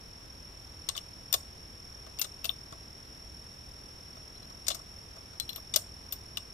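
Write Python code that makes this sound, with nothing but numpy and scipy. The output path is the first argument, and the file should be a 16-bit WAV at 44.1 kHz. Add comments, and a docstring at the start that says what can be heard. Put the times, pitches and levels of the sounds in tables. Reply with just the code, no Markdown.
"""Crickets trill in the grass over a low outdoor rumble; then a shooter on a lawn works a bolt-action rifle.
The bolt lifts, runs back and flips out the empty case; a fresh round is laid in, pushed home and locked down.
Steel clacks are noise bursts through the resonances of the receiver, knocks are bursts through the stock.
Brass rings as decaying sines with wandering phase; crickets are pulsed whistles and a band of hiss.
Shaped noise makes the air, and a thin noise tail makes the faint answer from the edge of the wood."""
import sys
import numpy as np
from scipy import signal
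from scipy.fft import rfft, irfft, next_fast_len
from scipy.io import wavfile
from scipy.ndimage import map_coordinates

SR = 44100
rng = np.random.default_rng(int(sys.argv[2]) if len(sys.argv) > 2 else 0)


def dump_mix(stems):
    """Bounce the given channels to the path in sys.argv[1] as a 16-bit WAV at rate SR."""
    frames = np.atleast_2d(stems).T  # one column per channel
    limited = np.clip(frames, -1, 1)  # hard clip at full scale
    pcm = np.round(limited * 32767).astype(np.int16)
    wavfile.write(sys.argv[1], SR, pcm)


N = 288088

# Spectrum of the outdoor air. Each row: frequency in Hz, relative density in dB.
AIR_SPECTRUM = [(20, -11.5), (60, 2), (130, -7), (250, -11.5), (700, -17.5), (1400, -20), (2300, -22.5),
                (3700, -24), (4600, -29), (7000, -32.5), (9500, -34.5), (12500, -34), (14400, -37.5),
                (14700, -56)]
# How alike the air is left and right. 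Each row: frequency in Hz, correlation from -1 to 1.
AIR_LIKENESS = [(60, 0.98), (130, 0.91), (290, 0.66), (640, 0.28), (1410, -0.22), (3100, 0.17),
                (6820, 0.35), (15000, 0.044)]
# Crickets, nearest first. Each row: carrier in Hz, wing strokes per second,
# level in dB before the swell, left over right in dB.
CRICKETS = [(5522, 40.8, -55, -2), (5564, 48, -61.5, 2), (5327, 38, -63.5, 1)]
# The trill swells to a steady level: start and full gain in dB, time constant in seconds.
TRILL_START_DB, TRILL_FULL_DB, TRILL_SWELL_S = -1.5, 0.53, 1

# Steel on steel as the bolt lifts, runs back, takes the round and locks. Each row: start in seconds,
# level in dB, t60 in seconds, clack in Hz, lift at the clack in dB, lift of the sizzle near 13 kHz in dB,
# knock in the stock in dB before the stock's own gain.
STEEL_CONTACTS = [ (.888, -15.5, 0.021, 3900, 8.5, -9, -38.5), (.951, -31, .02, 3400, 14, -14, -39.5),
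                  (.9645, -31, 0.045, 3500, 0, -8, -48), (.9765, -21.5, 0.017, 2930, 17, -3, -44),
                  (1.3266, -12.5, 0.023, 3750, -1.5, 4, -38), (1.3388, -11, 0.028, 2950, 4.5, 0.5, -29),
                  (2.187, -27, 0.014, 3500, -5, -20, -59), (2.1945, -20.5, 0.027, 2750, 10, 23, -52),
                  (2.2138, -16, 0.037, 3500, -1, 3.5, -44.5), (2.243, -28.5, 0.033, 3500, 6, -18, -39.5),
                  (2.4436, -24.5, 0.024, 3020, 12, -15, -37.5), (2.453, -22, .022, 3500, 7, -16, -46),
                  (2.4931, -11, 0.0093, 3470, 32, -4, -41), (4.667, -27, 0.027, 3500, -1, -16, -52),
                  (4.6822, -9, 0.0045, 3380, -7, -6, -50), (4.6835, -15, 0.02, 3400, -7, -12, -44),
                  (4.701, -25, 0.072, 3500, 6, -13, -30.5), (4.715, -27, 0.023, 3530, 18, -6, -51),
                  (4.745, -29.5, 0.046, 3520, -9, -3, -42.5), (5.3995, -15, 0.0036, 2900, 11.5, -2, -55),
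                  (5.492, -24.5, 0.015, 3470, 16, -2, -51), (5.53, -38, 0.02, 3500, 11, -6, -58),
                  (5.559, -33.5, .025, 3300, 11, -11, -50), (5.7385, -18.5, 0.037, 3580, 1, -16, -39),
                  (5.7599, -8.5, 0.028, 3650, 0.5, -0.5, -29), (6.1228, -23, 0.049, 3500, 1.5, 10.5, -47),
                  (6.371, -19.5, 0.02, 2680, 11, -5.5, -39.5)]
# The hand nudges the rifle between strokes. Each row: start in seconds,
# knock in the stock in dB before the stock's own gain.
NUDGES = [(2.064, -44), (2.723, -39.5), (4.166, -47), (4.501, -45), (4.792, -46.5), (5.165, -46),
          (5.332, -48), (5.576, -44)]
# Loose steel ticks with each nudge: level in dB relative to its knock, then the tick's own colour.
TICK_DB, TICK_T60_S = -0.5, 0.028
TICK_HZ, TICK_CLACK_DB, TICK_SIZZLE_DB = 3500, 5, -7
# Resonances of the receiver. Each row: frequency in Hz, width in Hz, level in dB.
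RECEIVER_MODES = [(2130, 180, -18), (2860, 150, -1.5), (3580, 208, 1), (4040, 87, 1), (4310, 710, -5),
                  (5540, 560, -0.5), (6030, 210, 2), (6960, 1130, -5), (8370, 190, -0.5), (9070, 4100, -10),
                  (12000, 240, -3.5), (13600, 2300, -4.5), (14600, 370, -2.5)]
REBOUND_S, REBOUND_DB = 0.0088, -13.5  # the parts spring apart and meet once more
STEEL_PAN_DB = 11.5  # left over right

# Resonances of the stock. Each row: frequency in Hz, width in Hz, level in dB.
STOCK_MODES = [(437, 240, -13.5), (634, 138, 3.5), (721, 94, 2.5), (1097, 86, 2.5), (1280, 310, -1)]
STOCK_LAG_S = 0.00204  # the stock answers just after the steel
# A light knock in dB, its lift above 1 kHz in dB, and dB of lift lost per dB of extra force.
LIGHT_KNOCK_DB, LIGHT_LIFT_DB, DULLING = -39, 2, 0.78

# Decay at the edge of the wood. Each row: frequency in Hz, t60 in seconds.
WOOD_DECAY = [(300, 0.28), (3500, 0.11), (8000, 0.26), (14000, 0.16)]
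# What its leaves scatter back. Each row: frequency in Hz, relative level in dB.
FOLIAGE = [(600, 3), (1800, 1), (3400, 1), (6000, -5), (10000, 4), (14000, -2.5)]

# The empty case is struck. Each row: start in seconds, level in dB, lift of the high modes in dB.
CASE_HITS = [(2.1944, -34, -5), (2.2185, -40, -5), (2.4432, -32.5, 4), (2.4937, -43, 5)]
# Modes of the empty case. Each row: frequency in Hz, level in dB, t60 in seconds.
CASE_MODES = [(2714, 2.5, 0.075), (9440, -9.5, 0.23), (13800, -2, 0.094), (14250, -7, .09)]
# The hand bumps the rifle as it leaves the bolt. Each row: start in seconds, level in dB.
BUMPS = [(2.722, -40.5)]
# The fresh round taps along the feed ramp. Each row: start in seconds, level in dB,
# lift of the high modes in dB.
ROUND_HITS = [(4.36, -52, -6), (4.43, -50, -6), (4.683, -34, 8), (4.7157, -35, -4), (5.3998, -26, -4),
              (5.492, -32.5, 5.5), (5.531, -51, 18), (5.56, -47.5, 25)]
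# Modes of the fresh round. Each row: frequency in Hz, level in dB, t60 in seconds.
ROUND_MODES = [(3420, -3.5, .05), (4090, 4, 0.073), (11900, -21, 0.076), (12300, -5, 0.044)]
TOP_HZ = 16500  # nothing passes above this


def amp(db):
    """Decibels to amplitude."""
    return 10 ** (np.asarray(db) / 20)


def unit(x):
    """Bring a sound to rms 1."""
    return x / np.sqrt(np.mean(x ** 2) + 1e-20)


def along(points, hz):
    """Read a curve of (Hz, value) points on a log frequency axis."""
    f, v = np.transpose(points)
    return np.interp(np.log(hz + 1), np.log(f + 1), v)


def wobble(rate):
    """A smooth random curve with rate knots a second."""
    knots = rng.standard_normal(int(N * rate / SR) + 4)
    return map_coordinates(knots, [np.arange(N) * rate / SR])


def filtered(x, response):
    """Shape a sound by a complex response of frequency."""
    n = x.shape[-1]
    m = next_fast_len(n + SR // 10)
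    return irfft(rfft(x, m) * response(np.fft.rfftfreq(m, 1 / SR)), m)[..., :n]


def resonances(modes, f):
    """Causal response of a body whose (Hz, width, dB) modes alternate in sign."""
    total = 0
    for k, (centre, width, db) in enumerate(modes):
        damping = 1j * f * width
        total = total + (-1) ** k * amp(db) * damping / (centre * centre - f * f + damping)
    return total


def add(track, s, sound):
    """Lay a stereo sound on the track at time s."""
    part = track[:, round(s * SR):][:, :sound.shape[1]]
    part += sound[:, :part.shape[1]]


def air(db):
    """Distant rumble and leaves: near mono in the bass, more diffuse higher up."""
    def mid_side(f):
        # cos^2 - sin^2 of this angle is the wanted left-right correlation
        angle = np.arccos(np.clip(along(AIR_LIKENESS, f), -1, 1)) / 2
        return amp(along(AIR_SPECTRUM, f)) * [np.cos(angle), np.sin(angle)]

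    mid, side = filtered(rng.standard_normal((2, N)), mid_side)
    return amp(db) * unit(np.array([mid + side, mid - side]))


def crickets(fall_hz, octave_db, sharpness):
    """Each wing stroke is a short whistle whose pitch drops as the wings slow; the grass scatters it."""
    out, t = np.zeros((2, N)), np.arange(SR // 10) / SR
    for hz, rate, db, pan_db in CRICKETS:
        stroke = np.cumsum(rate * (1 + 0.006 * wobble(7.3))) / SR % 1  # 0 to 1 through each stroke
        force = amp(1.2 * wobble(35))
        push = force * np.sin(np.pi * stroke) ** (2 * sharpness)
        slowing = stroke ** 6
        pitch = hz - fall_hz * slowing + 25 * wobble(250)
        phase = 2 * np.pi * np.cumsum(pitch) / SR
        song = unit(push * (np.sin(phase) + amp(octave_db) * np.sin(2 * phase)))
        grass = rng.standard_normal((2, len(t))) * amp(-60 * t / 0.04)
        scattered = amp(-15) * unit(signal.fftconvolve(song[None], grass, axes=1)[:, :N])
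        out += (song + scattered) * amp([[db + pan_db / 2], [db - pan_db / 2]])
    still_to_rise = np.exp(-np.arange(N) / SR / TRILL_SWELL_S)
    return out * amp(TRILL_FULL_DB + (TRILL_START_DB - TRILL_FULL_DB) * still_to_rise)


def chorus(hz, width_hz, db):
    """Far crickets merge into one narrow band of hiss."""
    band = lambda f: resonances([(hz, width_hz, 0)], f) ** 2
    return amp(db) * unit(filtered(rng.standard_normal((2, N)), band))


def chatter(t60, alike):
    """Two faces meet and rattle to rest: a stereo noise burst that builds quickly and dies in t60."""
    t = np.arange(SR // 5) / SR
    a, b = rng.standard_normal((2, len(t)))
    alike = np.clip(alike, 0, 1)
    noise = np.array([a, alike * a + np.sqrt(1 - alike ** 2) * b])
    return noise * amp(-60 * t / t60) * (1 - np.exp(-t / (0.018 * t60)))


def strike(t60, alike, response):
    """A burst through a body, with the energy of a decay that starts at rms 1."""
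    x = filtered(chatter(t60, alike), response)
    decay_norm = np.sqrt(t60 * SR / (2 * np.log(1000)))
    return x / np.linalg.norm(x, axis=1, keepdims=True) * decay_norm


def blows():
    """Every contact and nudge, in the columns of STEEL_CONTACTS."""
    ticks = [(s, db + TICK_DB, TICK_T60_S, TICK_HZ, TICK_CLACK_DB, TICK_SIZZLE_DB, db) for s, db in NUDGES]
    return list(STEEL_CONTACTS) + ticks


def action(crack_db, level_db):
    """Each contact cracks and rings the receiver, then rebounds; each has its own colour."""
    out = np.zeros((2, N))
    for s, db, t60, clack_hz, clack_db, sizzle_db, _ in blows():
        colour = [(2000, 0), (clack_hz, clack_db), (4900, 0), (8500, 0), (13500, sizzle_db)]

        def body(f):
            # the bare impact is broad and flat
            crack = amp(crack_db) * 1j * f / (400 + 1j * f) / (1 + (f / 9000) ** 2)
            return (resonances(RECEIVER_MODES, f) + crack) * amp(along(colour, f))

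        add(out, s, strike(t60, 0.61, body) * amp(db))
        add(out, s + REBOUND_S, strike(t60, 0.42, body) * amp(db + REBOUND_DB))
    return out * amp([[level_db], [level_db - STEEL_PAN_DB]])


def stock(t60, level_db, pan_db, alike):
    """The stock takes up the blows with a short hollow knock; light ones are bright, heavy ones dull."""
    out = np.zeros((2, N))
    for s, *_, db in blows():
        lift_db = LIGHT_LIFT_DB - DULLING * max(db - LIGHT_KNOCK_DB, 0)
        colour = [(650, 0), (1100, lift_db)]
        body = lambda f: resonances(STOCK_MODES, f) * amp(along(colour, f))
        add(out, s + STOCK_LAG_S, strike(t60, alike, body) * amp(db + level_db))
    return out * amp([[pan_db / 2], [-pan_db / 2]])


def wood_edge(x):
    """Trees scatter back a thin tail of the left channel; each frequency dies at its own speed."""
    hz, t, z = signal.stft(rng.standard_normal((2, SR // 2)), SR, nperseg=256)
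    fade_db = along(FOLIAGE, hz)[:, None] - 60 * t / along(WOOD_DECAY, hz)[:, None]
    tail = signal.istft(z * amp(fade_db), SR, nperseg=256)[1]
    return signal.fftconvolve(x[:1], tail / np.linalg.norm(tail[0]), axes=1)[:, :N]


def brass(hits, modes, pan_db, blur_hz):
    """A cartridge rings on after each tap; loose contact with the steel blurs its modes."""
    out, t = np.zeros((2, N)), np.arange(SR // 2) / SR
    for s, db, high_db in hits:
        for hz, level, t60 in modes:
            # a random walk of phase spreads the mode over blur_hz
            drift = np.cumsum(rng.standard_normal(len(t))) * np.sqrt(2 * np.pi * blur_hz / SR)
            lift = along([(4500, 0), (9000, high_db)], hz)
            ring = amp(level + lift - 60 * t / t60) * np.sin(2 * np.pi * hz * t + drift)
            add(out, s, ring * amp([[db], [db - pan_db]]))
    return out


def hand(t60):
    """Soft flesh on the stock gives a dull thump through one low resonance."""
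    out = np.zeros((2, N))
    for s, db in BUMPS:
        add(out, s, strike(t60, 1.0, lambda f: resonances([(118, 36, 0)], f)) * amp(db))
    return out


def scene():
    """The rifle lies to the left, so its sound reaches the right microphone a little later."""
    insects = crickets(fall_hz=1181, octave_db=-15.5, sharpness=1.86)
    insects += chorus(hz=5436, width_hz=570, db=-58.5)
    rifle = action(crack_db=-15.5, level_db=0)
    rifle += stock(t60=0.04, level_db=-0.5, pan_db=-1.5, alike=0.44)
    rifle += brass(CASE_HITS, CASE_MODES, pan_db=19, blur_hz=11.0)
    rifle += hand(t60=0.038)
    rifle += brass(ROUND_HITS, ROUND_MODES, pan_db=13.5, blur_hz=12)
    lag = 16  # samples
    rifle = np.array([rifle[0], np.roll(rifle[1], lag)])
    return air(db=-51.0) + insects + rifle + amp(-15.5) * wood_edge(rifle)


def record(dry):
    """The treble rolls off steeply at the top of the band."""
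    roll_off = [(14500, 0), (15000, -4), (16400, -34)]
    return filtered(dry, lambda f: amp(along(roll_off, f)) * (f < TOP_HZ))


dry = scene()
out = record(dry)
dump_mix(out)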